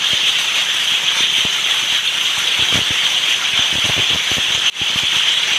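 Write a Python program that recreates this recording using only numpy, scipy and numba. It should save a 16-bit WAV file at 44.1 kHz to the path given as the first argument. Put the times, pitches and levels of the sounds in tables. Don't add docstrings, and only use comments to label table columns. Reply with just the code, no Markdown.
import sys
import numpy as np
from scipy import signal
from scipy.fft import rfft, irfft, next_fast_len
from scipy.io import wavfile
from scipy.ndimage import uniform_filter1d
from numba import njit

SR = 44100
rng = np.random.default_rng(int(sys.argv[2]) if len(sys.argv) > 2 else 0)


def unload_wav(signal):
    wavfile.write(
        sys.argv[1],
        SR,
        np.round(np.clip(np.atleast_2d(signal).T, -1, 1) * 32767).astype(np.int16),
    )


N = 246078

# (frequency [Hz], gain [dB])
RUMBLE_EQ = [(15, -68), (25, -29), (168, -3.5), (263, -13.5), (479, -10), (583, -19), (798, -12), (900, -6),
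             (1170, -24), (1980, -120)]
# (time [s], level [dB], pace [Hz]); the swing runs at 0.7 of the pace
AIR_PUFFS = [(0.133, -16, 141.0), (0.92, -27, 171), (1.206, -19, 296.0), (1.238, -20, 250),
             (1.384, -22, 250), (1.451, -9.5, 226), (1.837, -25, 256.0), (1.924, -22, 200),
             (2.379, -23, 132.0), (2.593, -16.5, 134.0), (2.624, -17, 137), (2.726, -17, 202),
             (2.745, -14, 161), (2.756, -7.5, 215), (2.772, -17, 200), (2.779, -14, 135.0),
             (2.789, -12.5, 185.0), (2.815, -19, 151.0), (2.907, -12, 144), (3.535, -23, 140),
             (3.592, -15.5, 144), (3.728, -17, 216), (3.74, -23, 132.0), (3.754, -13.5, 161.0),
             (3.782, -17, 148.0), (3.843, -16, 180), (3.853, -17, 155.0), (3.863, -19, 223.0),
             (3.891, -15.5, 152), (3.898, -12, 128), (3.966, -16, 228.0), (3.978, -13, 153.0),
             (3.989, -16, 163.0), (3.997, -14.5, 147), (4.025, -20, 319.0), (4.104, -19, 238.0),
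             (4.112, -18, 190.0), (4.133, -17, 139), (4.147, -15, 196.0), (4.158, -19.5, 115.0),
             (4.316, -12.5, 147), (4.37, -21, 200), (4.382, -13, 154.0), (4.483, -27, 200),
             (4.504, -22, 180), (4.548, -20.5, 138), (4.577, -20, 185.0), (4.815, -15.5, 136),
             (4.901, -24, 270), (4.958, -16.5, 146), (5.034, -17, 134), (5.165, -22, 150)]
# (time [s], level [dB], pitch [Hz])
HEAVY_HITS = [(0.105,-11,3270),(1.235,-8,3100),(1.3032,-11.5,3160),(1.4067,-7,3070),(1.949,-8,3260),(2.0754,-8.5,3580),(2.473,-8,3140),(2.6244,-7.5,3270),(2.6855,-8,3220),(3.116,-12,3050),(3.146,-10,3250),(3.4855,-14,3430),(3.5756,-6.5,3130),(3.6396,-11,2930),(4.101,-15,3250),(4.6209,-15,3300),(5.1543,-14,3300),(5.247,-20,3270)]
# (frequency [Hz], gain [dB])
COLLISION_EQ = [(180, -31.5), (300, -23), (756, -17), (1460, -11), (1870, -9), (2030, -8), (3230, -3),
                (3620, -13), (3870, -11.5), (4130, -15), (4800, -18.5), (5290, -20), (5700, -14.5),
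                (6240, -13.5), (7300, -21), (7800, -21.5), (12700, -30.5), (15500, -36.5)]
# (time [s], rattle gain [dB], wall boost [dB], treble boost [dB])
LOAD_DRIFT = [(0, -1.04, 2.5, -1.8), (.7, -1.04, 1, 0), (1.3, -1.5, 1, -1), (1.7, -0.7, 1.5, 1),
              (2.08, -2.5, 2.5, .5), (2.5, 0, 1, 0), (3.1, 0, 0, -1), (3.52, -0.3, -0.5, -2),
              (3.85, .5, -0.5, -1.5), (4.25, -1, -0.1, 0), (4.68, 0.5, 0, -3.5), (4.72, -2.5, 0.5, -1),
              (4.85, -2.5, 2.5, -2.5), (5.2, -1.8, 3.5, -1), (5.42, -1, 1, -3.5), (5.58, -.5, 1, -4.5)]
# (time [s], rattle gain [dB], wall boost [dB], treble boost [dB])
LOAD_SURGES = [(0.131, 1.5, 1, 0), (0.281, 2.5, -1, 2.5), (0.413, 3.5, -3, 1.5), (0.578, 4, -0.5, -2),
               (0.907, 1, 2.5, 0), (1.075, 2.4, 1.2, -5), (1.195, 6, -1.6, -1), (1.382, 2, 1, 1),
               (1.718, 0.9, 0.2, 0), (1.941, 3.3, 0.5, -2), (2.233, 0.5, 2, 1), (2.387, 1.5, -4.5, 0.5),
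               (2.606, -1, 5.5, 0.5), (2.752, 2.5, 2, 0), (3.066, 2.6, -3, -3), (3.305, 2, 1, 0.9),
               (3.606, 2, 0, -3.5), (3.87, 2.5, -1, 1.5), (3.993, 1.5, 2.5, -1.5), (4.108, 0.4, 5.5, -2),
               (4.334, 3, -1.8, 0), (4.654, 1.1, 0.5, -2.2), (4.981, 1.8, 1.5, 2), (5.166, 3.5, -1.3, 0),
               (5.292, 3, 0.5, -3), (5.503, 3, -0.1, 2)]
# (time [s], treble boost [dB])
BRIGHT_SPRAYS = [(.095, 4), (.57, 4), (.745, 5), (.845, 7), (1.335, 6), (1.84, 3), (2.39, 4.5), (3.3, 4)]

RUMBLE_DB, RATTLE_DB = -43, -16
SURGE_RISE_S, SURGE_FALL_S, SPRAY_S = 0.031, 0.046, 0.008
LULL_SHARE, LULL_AFTER_S, LULL_S = 0.2, 0.085, 0.057
WALL_HZ, TAIL_T60_S = 3225, 0.049
CUT_S, FADE_S, LOWPASS_HZ = 4.7, 0.14, 15490


def amp(db):
    return 10 ** (np.asarray(db) / 20)


def unit(x):
    return x / np.sqrt(np.mean(x ** 2) + 1e-20)


def equalise(x, curve):
    size = next_fast_len(N)
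    hz, db = np.transpose(curve)
    gain_db = np.interp(np.log(np.fft.rfftfreq(size, 1 / SR) + 1), np.log(hz + 1), db)
    return unit(irfft(rfft(x, size) * amp(gain_db), size)[:N])


def strikes(per_s, spread_db):
    chance, side, luck = rng.random((3, N))
    strength = amp(spread_db * np.minimum(-np.log(1 - luck), 4))
    return strength * np.sign(side - .5) * (chance < per_s / SR)


def frame_rumble():
    roll = rng.standard_normal(N) + 1.65 * unit(strikes(per_s=200, spread_db=4.1))
    return amp(RUMBLE_DB) * equalise(roll, RUMBLE_EQ)


def microphone_pops():
    out, t = np.zeros(N + 2000), np.arange(2000) / SR
    band = signal.butter(2, [120, 650], "band", fs=SR, output="sos")
    flutters = unit(signal.sosfilt(band, rng.standard_normal((len(AIR_PUFFS), len(t)))))
    for (s, db, pace), flutter in zip(AIR_PUFFS, flutters):
        turns = pace * t
        push = np.sin(np.pi / 2 * np.clip(turns / 0.1, 0, 1)) ** 2 * np.exp(-2.4 * turns)
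        swing = push * np.cos(2 * np.pi * (turns - .1) * 0.7)
        at = round(s * SR) - swing.argmax()
        out[at:at + len(t)] += amp(db) * (swing + 0.35 * flutter * np.sqrt(push)) / swing.max()
    return out[:N]


def wall_clanks(t60=0.059):
    out, t = np.zeros(N + 2000), np.arange(2000) / SR
    for s, db, hz in HEAVY_HITS:
        ring = np.sin(2 * np.pi * hz * t) + 0.32 * np.sin(2 * np.pi * 1.2 * hz * t)
        envelope = amp(db - 60 * t / t60) * (1 - np.exp(-t / 0.00025))
        out[round(s * SR):][:len(t)] += envelope * ring
    return out[:N]


@njit
def add_tones(out, starts, sizes, phase_steps, envelope):
    for at, size, step in zip(starts, sizes, phase_steps):
        feedback = 2 * np.cos(step)
        old, new = 0., size * np.sin(step)
        for n in range(min(len(envelope), len(out) - at)):
            out[at + n] += envelope[n] * new
            old, new = new, feedback * new - old


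def steel_rings(hz, spread_hz, t60, per_s, spread_db):
    out, t = np.zeros(N), np.arange(0, 0.88 * t60, 1 / SR)
    hits = strikes(per_s, spread_db)
    detune = rng.logistic(size=N)
    pitch = abs(hz + spread_hz * detune)
    hits *= np.exp(-(detune / 6) ** 2)
    at = np.flatnonzero(hits)
    envelope = amp(-60 * t / t60) * (1 - np.exp(-t / 0.00077))
    add_tones(out, at, hits[at], 2 * np.pi * pitch[at] / SR, envelope)
    return unit(out)


def load_rides(t):
    drift_s, *drifts = np.transpose(LOAD_DRIFT)
    surge_s, *lifts = np.transpose(LOAD_SURGES)
    since = t - surge_s[:, None]
    surge = np.exp(-(since / np.where(since < 0, SURGE_RISE_S, SURGE_FALL_S)) ** 2)
    lull = LULL_SHARE * np.exp(-((since - LULL_AFTER_S) / LULL_S) ** 2)
    drift = np.array([np.interp(t, drift_s, db) for db in drifts])
    return drift + np.array(lifts) @ (surge - lull)


def tumble(x, flicker_db, grit_db, knock_db, patch_db):
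    hz, t, spectrum = signal.stft(x, SR, nperseg=512, noverlap=384)
    level_db, wall_db, treble_db = load_rides(t)
    treble_db += sum(db * np.exp(-((t - s) / SPRAY_S) ** 2) for s, db in BRIGHT_SPRAYS)
    smooth = uniform_filter1d
    flicker = unit(smooth(smooth(rng.standard_normal(len(t)), 9), 7))
    grit = unit(smooth(rng.exponential(size=len(t)) - 1, 10))
    knock = unit(smooth(rng.standard_normal(len(t)), 6))
    patches = unit(smooth(smooth(rng.standard_normal(spectrum.shape), 9, axis=0), 18, axis=1))
    wall_bell = np.exp(-(np.log2((hz + 1) / WALL_HZ) / 0.35) ** 2)[:, None]
    treble_shelf = np.clip(np.log2((hz + 1) / 6000) / .7, 0, 1)[:, None]
    gain_db = level_db + flicker_db * flicker + patch_db * patches
    gain_db += wall_bell * (wall_db + knock_db * knock)
    gain_db += treble_shelf * (treble_db + grit_db * grit)
    return signal.istft(spectrum * amp(gain_db), SR, nperseg=512, noverlap=384)[1][:N]


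def drum_rattle():
    ticks = strikes(per_s=5000, spread_db=2.67)
    power_decay = amp(-120 * np.arange(4096) / SR / TAIL_T60_S)
    tail_power = signal.oaconvolve(ticks ** 2, power_decay)[:N]
    tails = np.sqrt(abs(tail_power)) * rng.standard_normal(N)
    clinks = steel_rings(hz=3997, spread_hz=2596.5, t60=0.07, per_s=2500, spread_db=3.45)
    clatter = equalise(unit(ticks) + amp(2) * unit(tails) + amp(-3) * clinks, COLLISION_EQ)
    wall = steel_rings(hz=WALL_HZ, spread_hz=200, t60=0.58, per_s=1000, spread_db=2.73)
    pieces = steel_rings(hz=6129, spread_hz=31, t60=0.06, per_s=1200, spread_db=2.6)
    mix = clatter + amp(-.5) * wall + amp(-14) * pieces
    return amp(RATTLE_DB) * unit(tumble(mix, flicker_db=0.3, grit_db=0.68, knock_db=1.56, patch_db=1.36))


def scene():
    return np.tile(drum_rattle() + wall_clanks() + frame_rumble() + microphone_pops(), (2, 1))


def record(dry):
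    thin = signal.sosfilt(signal.butter(3, 60, "high", fs=SR, output="sos"), dry.mean(axis=0))
    saturated = .9 * np.tanh(thin / .9)
    since = np.arange(N) / SR - CUT_S
    fade = np.where(since < 0, 1, np.clip(.045 + since / FADE_S, 0, 1) ** 1.1)
    lowpass = signal.firwin(2047, LOWPASS_HZ, window=("kaiser", 9), fs=SR)
    return np.tile(signal.oaconvolve(saturated * fade, lowpass, "same"), (2, 1))


dry = scene()
out = record(dry)
unload_wav(out)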